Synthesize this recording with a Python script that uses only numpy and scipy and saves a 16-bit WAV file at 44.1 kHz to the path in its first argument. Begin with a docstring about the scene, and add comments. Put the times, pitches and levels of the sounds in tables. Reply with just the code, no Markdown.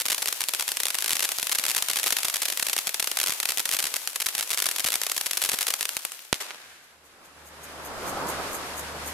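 """Asphalt yard: a ground fountain firework throws stars that crack, over the hiss of its jet; walls answer.
Stars are impulses doubled by a ground bounce, rung through two microphone ports; thin sparks lie between.
Echoes are noise that follows the power of the cracks. After a last bang an insect chirps (clicks into
resonances), a vehicle swells past (shaped noise) and a machine hums (two sines)."""
import sys
import numpy as np
from scipy import signal
from scipy.fft import rfft, irfft, next_fast_len
from scipy.io import wavfile
from scipy.ndimage import map_coordinates

SR = 44100
rng = np.random.default_rng(int(sys.argv[2]) if len(sys.argv) > 2 else 0)


def waveform_to_disk(signal):
    """Save audio, clipped to [-1, 1], as 16-bit WAV at the path in sys.argv[1]."""
    frames = np.transpose(np.atleast_2d(signal))
    scaled = np.clip(frames, -1, 1) * 32767
    samples = np.round(scaled).astype(np.int16)
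    wavfile.write(sys.argv[1], SR, samples)


N = 402633

STAR_DB, STAR_SCATTER_DB = -2, 0.78  # all stars sound about equally loud
MIC_HEIGHT_M, DISTANCE_M, SOUND_M_PER_S = 1.2, 8, 343
BURNOUT_S, FADE_DB_PER_S = 6.039, 123  # stragglers after burnout are ever weaker
PAUSE_SWING_DB, PAUSE_S = 2.5, 0.036  # a star after a pause sounds louder than one in a crowd
SPARKS_PER_S, SPARKS_END_S = 260, 6.3
SPARKS_FADE_S, SPARKS_FADE_DB_PER_S = 5.94, 40
HUM_HZ = 74.7
TOP_HZ = 16500


def amp(db):
    """Decibels to amplitude factor."""
    return 10 ** (np.asarray(db) / 20)


def unit(x):
    """x scaled to rms 1."""
    return x / np.sqrt(np.mean(x ** 2) + 1e-20)


def along(points, hz):
    """(Hz, value) points read on a log frequency axis."""
    f, v = np.transpose(points)
    return np.interp(np.log(hz + 1), np.log(f + 1), v)


def curves(rows):
    """One value per sample for each column after the time."""
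    s, *cols = np.transpose(rows)
    return [np.interp(np.arange(N) / SR, s, c) for c in cols]


def wobble(knots_per_s):
    """A smooth random curve through Gaussian knots."""
    knots = rng.standard_normal(int(N * knots_per_s / SR) + 4)
    return map_coordinates(knots, [np.arange(N) * knots_per_s / SR])


def filtered(x, response):
    """x times a complex response of frequency."""
    m = next_fast_len(N + SR // 2)
    return irfft(rfft(x, m) * response(np.fft.rfftfreq(m, 1 / SR)), m)[..., :N]


def rush(spectrum, lean):
    """Stereo noise of rms 1; lean scales the colour difference of the ports."""
    # likeness of the two channels: hz, correlation
    likeness = [(60, 0.17), (180, 0.65), (550, 0.9), (1650, 0.17), (4970, -0.18), (15000, 0.23)]
    # colour of the two ports: hz, left_minus_right_db
    port_lean = [(60, -11), (150, -6), (380, -4), (950, -1.5), (2380, 1.5), (5980, 3), (15000, 9.5)]

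    def mid_side(hz):
        turn = np.arccos(np.clip(along(likeness, hz), -1, 1)) / 2
        return amp(along(spectrum, hz)) * [np.cos(turn), np.sin(turn)]

    def tilt(hz):
        return amp(np.outer([lean, -lean], along(port_lean, hz)) / 2)

    mid, side = filtered(rng.standard_normal((2, N)), mid_side)
    return unit(filtered(np.array([mid + side, mid - side]), tilt))


def thin(x):
    """Keeps echoes and hiss thin: third-order cut at 220 Hz."""
    return filtered(x, lambda f: (1j * f / (220 + 1j * f)) ** 3)


def spikes(s, size, blunt):
    """Impulses of size (channels x events) at times s; blunt 0-1 spreads each over its neighbours."""
    at = np.clip(np.round(s * SR).astype(int), 1, N - 2)
    taps = [(-1, blunt / 3), (0, 1 - 2 * blunt / 3), (1, blunt / 3)]
    return np.array([sum(np.bincount(at + k, row * share, N) for k, share in taps) for row in size])


def stars():
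    """Each star is heard directly and once more off the asphalt; faint thin sparks crackle in between."""
    # star bursts: burst_s, height_m above the asphalt
    bursts = [(0.0017, 0.8), (0.0098, 2.6), (0.0175, 1.5), (0.0548, 2.3), (0.0622, 1.5), (0.0837, 1.6),
              (0.1006, 1.3), (0.1033, 2.0), (0.1079, 1.2), (0.1179, 3.2), (0.1194, 0.9), (0.1248, 1.1),
              (0.129, 1.1), (0.1459, 1.0), (0.1807, 1.9), (0.2218, 3.5), (0.2261, 0.2), (0.2582, 0.5),
              (0.2745, 1.2), (0.2827, 1.1), (0.2873, 0.2), (0.3262, 1.9), (0.4066, 2.0), (0.4164, 1.5),
              (0.4392, 0.4), (0.4861, 0.3), (0.4917, 1.1), (0.5366, 1.7), (0.5478, 1.4), (0.5968, 1.0),
              (0.6081, 1.8), (0.6243, 1.0), (0.6795, 1.3), (0.6893, 1.2), (0.7182, 0.3), (0.7188, 0.8),
              (0.7703, 0.4), (0.8017, 0.6), (0.8043, 2.5), (0.8339, 0.6), (0.8546, 0.3), (0.8552, 0.9),
              (0.8679, 0.6), (0.884, 0.9), (0.9042, 0.9), (0.9447, 1.1), (0.9521, 1.2), (0.9858, 2.0),
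              (1.0236, 0.6), (1.0436, 1.4), (1.0604, 0.9), (1.0797, 2.1), (1.0943, 0.6), (1.1061, 1.5),
              (1.1078, 1.3), (1.1171, 1.0), (1.1252, 3.4), (1.1319, 0.3), (1.1324, 0.5), (1.1541, 3.0),
              (1.1674, 1.8), (1.1938, 1.2), (1.2051, 1.7), (1.2253, 0.8), (1.2293, 1.6), (1.2405, 3.8),
              (1.2483, 1.7), (1.2528, 1.3), (1.2904, 0.9), (1.318, 2.3), (1.3854, 0.2), (1.3971, 2.4),
              (1.4285, 1.3), (1.4696, 1.7), (1.4949, 1.2), (1.5166, 1.1), (1.5208, 1.1), (1.5227, 1.0),
              (1.5272, 2.4), (1.5495, 1.7), (1.5546, 2.1), (1.5854, 1.9), (1.5864, 1.6), (1.5965, 0.5),
              (1.6388, 0.8), (1.6528, 0.9), (1.6646, 1.4), (1.6823, 1.8), (1.6898, 0.6), (1.6984, 1.0),
              (1.7071, 1.3), (1.7149, 0.5), (1.7483, 1.3), (1.7627, 2.1), (1.7654, 0.9), (1.7667, 1.2),
              (1.7796, 0.8), (1.7854, 1.7), (1.8239, 0.3), (1.8255, 0.2), (1.8853, 1.5), (1.8988, 3.3),
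              (1.9003, 2.3), (1.9128, 1.6), (1.9336, 1.2), (1.9588, 1.0), (1.9686, 1.4), (1.9709, 1.1),
              (1.9721, 1.4), (1.9877, 2.1), (1.9971, 1.9), (2.0318, 0.4), (2.0408, 0.6), (2.0616, 0.9),
              (2.0687, 0.9), (2.0702, 1.1), (2.0744, 0.9), (2.079, 1.5), (2.1049, 1.8), (2.1058, 1.3),
              (2.1242, 0.3), (2.1246, 2.1), (2.1277, 0.2), (2.167, 1.3), (2.1683, 1.1), (2.1863, 1.3),
              (2.2316, 1.6), (2.2479, 0.9), (2.2505, 2.4), (2.252, 1.6), (2.2835, 1.0), (2.2988, 2.1),
              (2.341, 1.0), (2.3445, 1.8), (2.3585, 1.5), (2.3669, 1.9), (2.4191, 3.4), (2.4237, 0.2),
              (2.4307, 2.7), (2.4544, 1.3), (2.4564, 1.9), (2.4837, 2.9), (2.5004, 1.9), (2.5233, 3.3),
              (2.5735, 1.8), (2.5963, 2.4), (2.5974, 2.5), (2.6256, 2.2), (2.6262, 2.4), (2.629, 0.5),
              (2.6674, 1.4), (2.6854, 1.2), (2.697, 1.3), (2.731, 1.8), (2.7329, 2.2), (2.7651, 1.2),
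              (2.7797, 0.4), (2.7868, 1.7), (2.7891, 1.7), (2.8709, 1.0), (2.8763, 1.0), (2.8927, 0.6),
              (2.9434, 1.0), (2.9973, 1.3), (3.0002, 0.6), (3.0016, 1.7), (3.0257, 1.3), (3.0432, 1.6),
              (3.0728, 2.0), (3.1155, 1.1), (3.1711, 0.9), (3.1879, 1.5), (3.2003, 0.4), (3.2018, 0.8),
              (3.2138, 1.7), (3.2312, 1.5), (3.2385, 0.8), (3.2614, 2.3), (3.2717, 1.0), (3.2822, 1.7),
              (3.2955, 0.2), (3.3049, 1.0), (3.3218, 3.0), (3.4013, 0.6), (3.4298, 2.6), (3.4546, 0.9),
              (3.4566, 0.4), (3.489, 1.7), (3.4945, 0.8), (3.5045, 3.5), (3.5201, 1.8), (3.5735, 0.4),
              (3.5824, 2.3), (3.5949, 1.8), (3.6019, 0.6), (3.6551, 2.5), (3.6912, 1.0), (3.7133, 1.9),
              (3.7241, 1.2), (3.7302, 3.6), (3.7366, 0.8), (3.738, 0.2), (3.7456, 3.0), (3.7465, 3.7),
              (3.7676, 1.4), (3.789, 1.9), (3.7939, 2.0), (3.8019, 1.5), (3.8262, 1.4), (3.841, 0.5),
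              (3.8417, 1.8), (3.8542, 1.5), (3.8684, 2.4), (3.9402, 2.1), (3.9601, 2.2), (3.9651, 1.7),
              (4.0744, 0.8), (4.1588, 2.2), (4.2018, 1.1), (4.2072, 0.4), (4.2188, 1.5), (4.2224, 2.5),
              (4.26, 2.1), (4.2645, 0.9), (4.2658, 0.6), (4.2675, 0.2), (4.2871, 1.8), (4.351, 1.2),
              (4.3806, 1.3), (4.3898, 2.5), (4.3964, 1.6), (4.4091, 1.5), (4.4264, 2.6), (4.5045, 1.0),
              (4.5107, 2.0), (4.5166, 1.7), (4.5313, 1.8), (4.5372, 0.9), (4.5449, 1.6), (4.5745, 1.1),
              (4.583, 1.3), (4.5901, 1.2), (4.6019, 0.7), (4.6214, 1.6), (4.6233, 1.0), (4.6254, 0.2),
              (4.6418, 2.2), (4.6573, 1.6), (4.6581, 1.6), (4.6653, 0.2), (4.6671, 0.2), (4.688, 1.3),
              (4.7129, 2.5), (4.7615, 2.5), (4.784, 2.7), (4.7958, 1.8), (4.8033, 1.5), (4.8434, 1.6),
              (4.8471, 2.9), (4.8617, 1.6), (4.8662, 1.2), (4.8693, 1.6), (4.8744, 2.7), (4.8861, 1.5),
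              (4.9043, 0.3), (4.9206, 1.7), (4.9292, 1.7), (4.9402, 0.6), (4.941, 0.6), (4.9543, 1.5),
              (4.9559, 0.6), (4.9571, 0.2), (5.0162, 0.2), (5.0349, 1.2), (5.0663, 1.8), (5.0975, 1.7),
              (5.1165, 2.2), (5.119, 0.2), (5.1648, 3.3), (5.178, 0.2), (5.1798, 0.6), (5.2112, 2.1),
              (5.261, 1.5), (5.2659, 1.7), (5.3104, 2.9), (5.3329, 1.3), (5.3712, 3.0), (5.3724, 3.1),
              (5.3762, 0.2), (5.4176, 2.3), (5.425, 2.0), (5.4383, 1.6), (5.4385, 1.7), (5.4487, 2.7),
              (5.4595, 2.2), (5.4902, 1.2), (5.4938, 3.1), (5.4947, 2.6), (5.5171, 1.7), (5.5324, 3.2),
              (5.5401, 1.6), (5.544, 1.3), (5.5878, 1.5), (5.6091, 2.6), (5.6169, 2.0), (5.6278, 2.8),
              (5.668, 1.7), (5.6805, 2.3), (5.684, 2.9), (5.7044, 1.1), (5.706, 2.0), (5.738, 1.0),
              (5.7397, 0.8), (5.8093, 1.3), (5.8283, 1.2), (5.8541, 0.9), (5.8918, 0.8), (5.9678, 0.5),
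              (6.0509, 0.1), (6.1198, 0.1), (6.1923, 0.1)]
    # heavy thumps: thump_s, level_db
    heavy = [(.129, -11), (0.439, -15.5), (1.43, -3.5), (1.823, -13), (2.249, -1), (2.876, -7), (3.028, -7),
             (3.295, 1.5), (3.841, -7), (4.265, -7), (4.851, 3), (5.54, 2.5), (5.969, -5)]
    s, height_m = np.transpose(bursts)
    jitter = rng.random((len(s), 2)).T - .5
    s, height_m = s + .0001 * jitter[0], height_m + .1 * jitter[1]
    bounce_s = 2 * height_m * MIC_HEIGHT_M / DISTANCE_M / SOUND_M_PER_S

    draw = rng.standard_normal((len(s), 8)).T
    db = STAR_DB + STAR_SCATTER_DB * draw[7] - FADE_DB_PER_S * np.maximum(s - BURNOUT_S, 0)
    db += PAUSE_SWING_DB * (.5 - np.exp(-np.diff(s, prepend=0) / PAUSE_S))
    size = amp(db + 0.24 * draw[:4])
    blunt = np.clip(0.038 + 0.13 * draw[4:6], 0, 1)
    direct = spikes(s, size[:2], blunt[0])
    bounced = spikes(s + bounce_s, size[2:], blunt[1])

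    sparks = rng.random((round(SPARKS_PER_S * SPARKS_END_S), 3))
    spark_s = SPARKS_END_S * sparks[:, 0]
    faint = np.minimum(amp(-21 - 2.8 * np.log(sparks[:, 1])), amp(-1.5))
    faint *= amp(-SPARKS_FADE_DB_PER_S * np.maximum(spark_s - SPARKS_FADE_S, 0))
    pan = amp(np.outer([1, -1], 6 * (sparks[:, 2] - .5)))
    crackle = filtered(spikes(spark_s, faint * pan, 0), lambda f: 1j * f / (6000 + 1j * f))

    # a slower low thump goes with each burst, strong in the heaviest ones
    heavy_s, heavy_db = np.transpose(heavy)
    thumps = spikes(s, [amp(db - 15.0 + 5.2 * draw[6])] * 2, 0)
    thumps += spikes(heavy_s, [amp(heavy_db)] * 2, 0)
    thumps = filtered(thumps, lambda f: 1j * f / (90 + 1j * f) / (1 + 1j * f / 700))
    return direct + bounced + crackle, thumps


def bang():
    """The last bang, louder than the stars: a crack, a long push, single echoes, some brighter, late ones dull."""
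    # the bang: burst_s, level_db, push_db re level
    (s, db, push_db), = [(6.32834, -1.5, -4)]
    # answers from ground, cars and walls: arrival_s, level_db, left_minus_right_db, treble_limit_hz
    slaps = [(6.3304, -11, -15, 6000), (6.333, -18, -10, 5000), (6.3429, -19, -8, 14810),
             (6.357, -24, 0, 9000), (6.403, -29, 8, 8000), (6.4127, -29, 6, 2778), (6.5072, -9.5, -6, 1910),
             (6.512, -13, 8, 1900)]
    arrivals = [(s, 0, 0, 6000)] + slaps  # direct sound first

    def echo(f):
        total = 0
        for at, slap_db, pan_db, top_hz in arrivals:
            level = amp(db + 15.5 + slap_db + np.array([[.5], [-.5]]) * pan_db)
            delay = np.exp(-2j * np.pi * f * (at - s))
            total = total + level / (1 + 1j * f / top_hz) ** 2 * delay
        return total

    crack = spikes(np.array([s]), np.ones((2, 1)), 0)
    t = np.maximum(np.arange(N) / SR - s, 0)
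    u = t / np.array([[.0006], [.00035]])  # left and right time scales, s
    push = amp(db + push_db) * (t > 0) * (1 - .7 * u) * np.exp(-.7 * u)
    return crack, filtered(crack, echo), push


def shock(x):
    """A tiny blast: a spike and its slower suction, ringing in each microphone port."""
    # ports, left and right: resonance_hz, q, low_corner_hz, low_q, treble_slope_start_hz, level_db
    ports = [(11450, 4.9, 1010, 0.28, 2570, 6), (10260, 1.8, 3030, 0.93, 596, 18.5)]

    def port(f, hz, q, low, low_q, slope, db):
        suction = f * f / (low * low - f * f + 1j * f * low / low_q)
        ring = 1 / (1 - (f / hz) ** 2 + 1j * f / hz / q)
        return amp(db) * suction * ring / (1 + 1j * f / slope)

    return filtered(x, lambda f: [port(f, *row) for row in ports])


def yard(power, near_db, bright):
    """Scattered echoes: fresh noise whose power follows every crack along each part of the yard's answer."""
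    # parts of the answer, nearest first: delay_ms, rise_ms, t60_s, level_db, treble_limit_hz (times bright)
    parts = [(0.302, 0.13, 0.026, -7.5, 12600), (12, 4.1, 0.24, -17, 28000), (74, 3.1, 0.26, -11.5, 20600),
             (117, 18, 1.15, -17, 13400)]
    # echo colour: hz, level_db per Hz
    colour = [(59, -66), (100, -48), (141, -21), (262, -10.5), (1990, -5.5), (2920, -6.5), (13000, -4),
              (15100, -14), (16500, -81)]
    t = np.arange(2 * SR) / SR
    out = 0
    for k, (delay_ms, rise_ms, t60_s, db, top_hz) in enumerate(parts):
        late = np.maximum(t - delay_ms / 1000, 0)
        shape = (1 - np.exp(-late * 1000 / rise_ms)) * amp(-120 * late / t60_s)  # power
        answer = signal.fftconvolve(power, shape / shape.sum())[:N]
        noise = rush(colour, lean=0.8)
        noise = unit(filtered(noise, lambda f: 1 / (1 + 1j * f / (bright * top_hz)) ** 2))
        out = out + amp(db + near_db * (k == 0)) * np.sqrt(np.abs(answer)) * noise
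    # the answers come from separate surfaces, so they arrive in lumps
    lumps_db = 1.8 * wobble(300) + 2.5 * wobble(2000)
    return thin(out * unit(amp(lumps_db)))


def jet():
    """Burning powder hisses out of the tube, fluttering."""
    # hiss: time_s, level_db
    hiss = [(0, -44.5), (2, -38.5), (4.1, -44.5), (5.7, -42.5), (6.2, -49.5), (6.6, -65), (7.0, -81)]
    # colour: hz, level_db per Hz
    colour = [(180, -44), (300, -34), (539, 0), (1660, -3), (2570, 8), (5280, 4.5), (11600, 0),
              (15200, 1.5), (16500, -35)]
    hiss_db, = curves(hiss)
    flutter_db = 1.5 * wobble(12) + 2 * wobble(150)
    return thin(amp(hiss_db + flutter_db) * rush(colour, lean=1.0))


def insect():
    """Wing strokes: uneven fast clicks into the wing's resonances, swelling and falling."""
    # chirps: middle_s, level_db, half_length_s
    chirps = [(6.84, -58, 0.012), (7.062, -57, 0.018), (7.258, -50, 0.014), (7.474, -46.5, 0.019),
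              (7.644, -44.5, 0.017), (7.86, -42, 0.023), (8.089, -35.5, 0.024), (8.295, -33.5, 0.021),
              (8.548, -34, 0.026), (8.79, -35, 0.022), (9.08, -37, 0.032)]
    # wing resonances: resonance_hz, width_hz, relative_level_db
    resonances = [(6480, 510, 2.5), (8400, 920, 0.5), (10500, 570, 2.5), (11800, 600, 2), (12900, 700, 1.5),
                  (14700, 500, -4)]
    t = np.arange(N) / SR
    swell = sum(amp(db) * np.exp(-np.abs((t - s) / half_s) ** 1.4) for s, db, half_s in chirps)
    clicks = rng.random(N) < 1500 / SR  # 1500 a second on average
    teeth = rng.standard_normal((2, N)) * (.25 + clicks * 3)

    def wing(f):
        return sum((-1) ** k * amp(db) * 1j * f * w / (hz * hz - f * f + 1j * f * w)
                   for k, (hz, w, db) in enumerate(resonances))

    return swell * unit(filtered(teeth, wing))


def street():
    """Vehicle and machine: tyre roar, air hiss and a wavering hum come up once the fountain is silent."""
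    # vehicle: time_s, tyre_db, air_hiss_db
    passing = [(6.35, -69, -57), (6.6, -60.5, -50), (7.0, -60, -57), (7.4, -52.5, -53.5),
               (7.8, -41.5, -45.5), (8.2, -31.5, -38), (8.35, -32, -37), (8.7, -37.5, -39),
               (9.13, -39.5, -40)]
    # tyre colour: hz, level_db per Hz
    tyre_colour = [(20, -10), (65, -12), (140, -6), (360, -3), (700, -1.5), (1300, -1.5), (1900, -16.5),
                   (2400, -19), (3000, -34), (5000, -19), (9000, -58)]
    # air colour: hz, level_db per Hz
    air_colour = [(880, -33), (1500, -3), (2870, -8.5), (6000, -13), (11400, -16.5), (13500, -21.5),
                  (14800, -32), (15500, -74)]
    # machine: time_s, level_db
    hum_levels = [(6.55, -88), (6.68, -70), (6.86, -82), (6.98, -67.5), (7.15, -70), (7.22, -78),
                  (7.4, -58.5), (7.9, -54), (8.37, -47), (8.58, -58), (8.75, -48), (9.13, -44.5)]
    tyre_db, air_db = curves(passing)
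    flutter_db = .7 * wobble(8) + 1.2 * wobble(40)
    roar = amp(tyre_db + flutter_db) * rush(tyre_colour, lean=0.16)
    air = amp(air_db + 1.1 * wobble(15)) * rush(air_colour, lean=-0.05)
    hum_db, = curves(hum_levels)
    phase = 2 * np.pi * HUM_HZ * np.arange(N) / SR
    hum = amp(hum_db) * (np.sin(phase) + amp(-8.5) * np.sin(2 * phase))
    return roar + air + hum


def scene():
    """Cracks through the ports, plus thumps, push, echoes and background."""
    crackle, thumps = stars()
    crack, last, push = bang()
    echoes = yard(np.mean(crackle ** 2, axis=0), near_db=2.5, bright=1)
    # the bang's echoes are duller, with very little tail right after the crack
    echoes += yard((amp(12.5) * crack[0]) ** 2, near_db=-28, bright=0.37)
    return shock(crackle + last) + thumps + push + echoes + jet() + insect() + street()


def record(dry):
    """Peaks round off near full scale; the treble rolls off and ends at TOP_HZ."""
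    soft = dry / (1 + np.abs(dry / .9) ** 6) ** (1 / 6)
    return filtered(soft, lambda hz: (hz < TOP_HZ) / np.sqrt(1 + (hz / 15300) ** 24))


dry = scene()
out = record(dry)
waveform_to_disk(out)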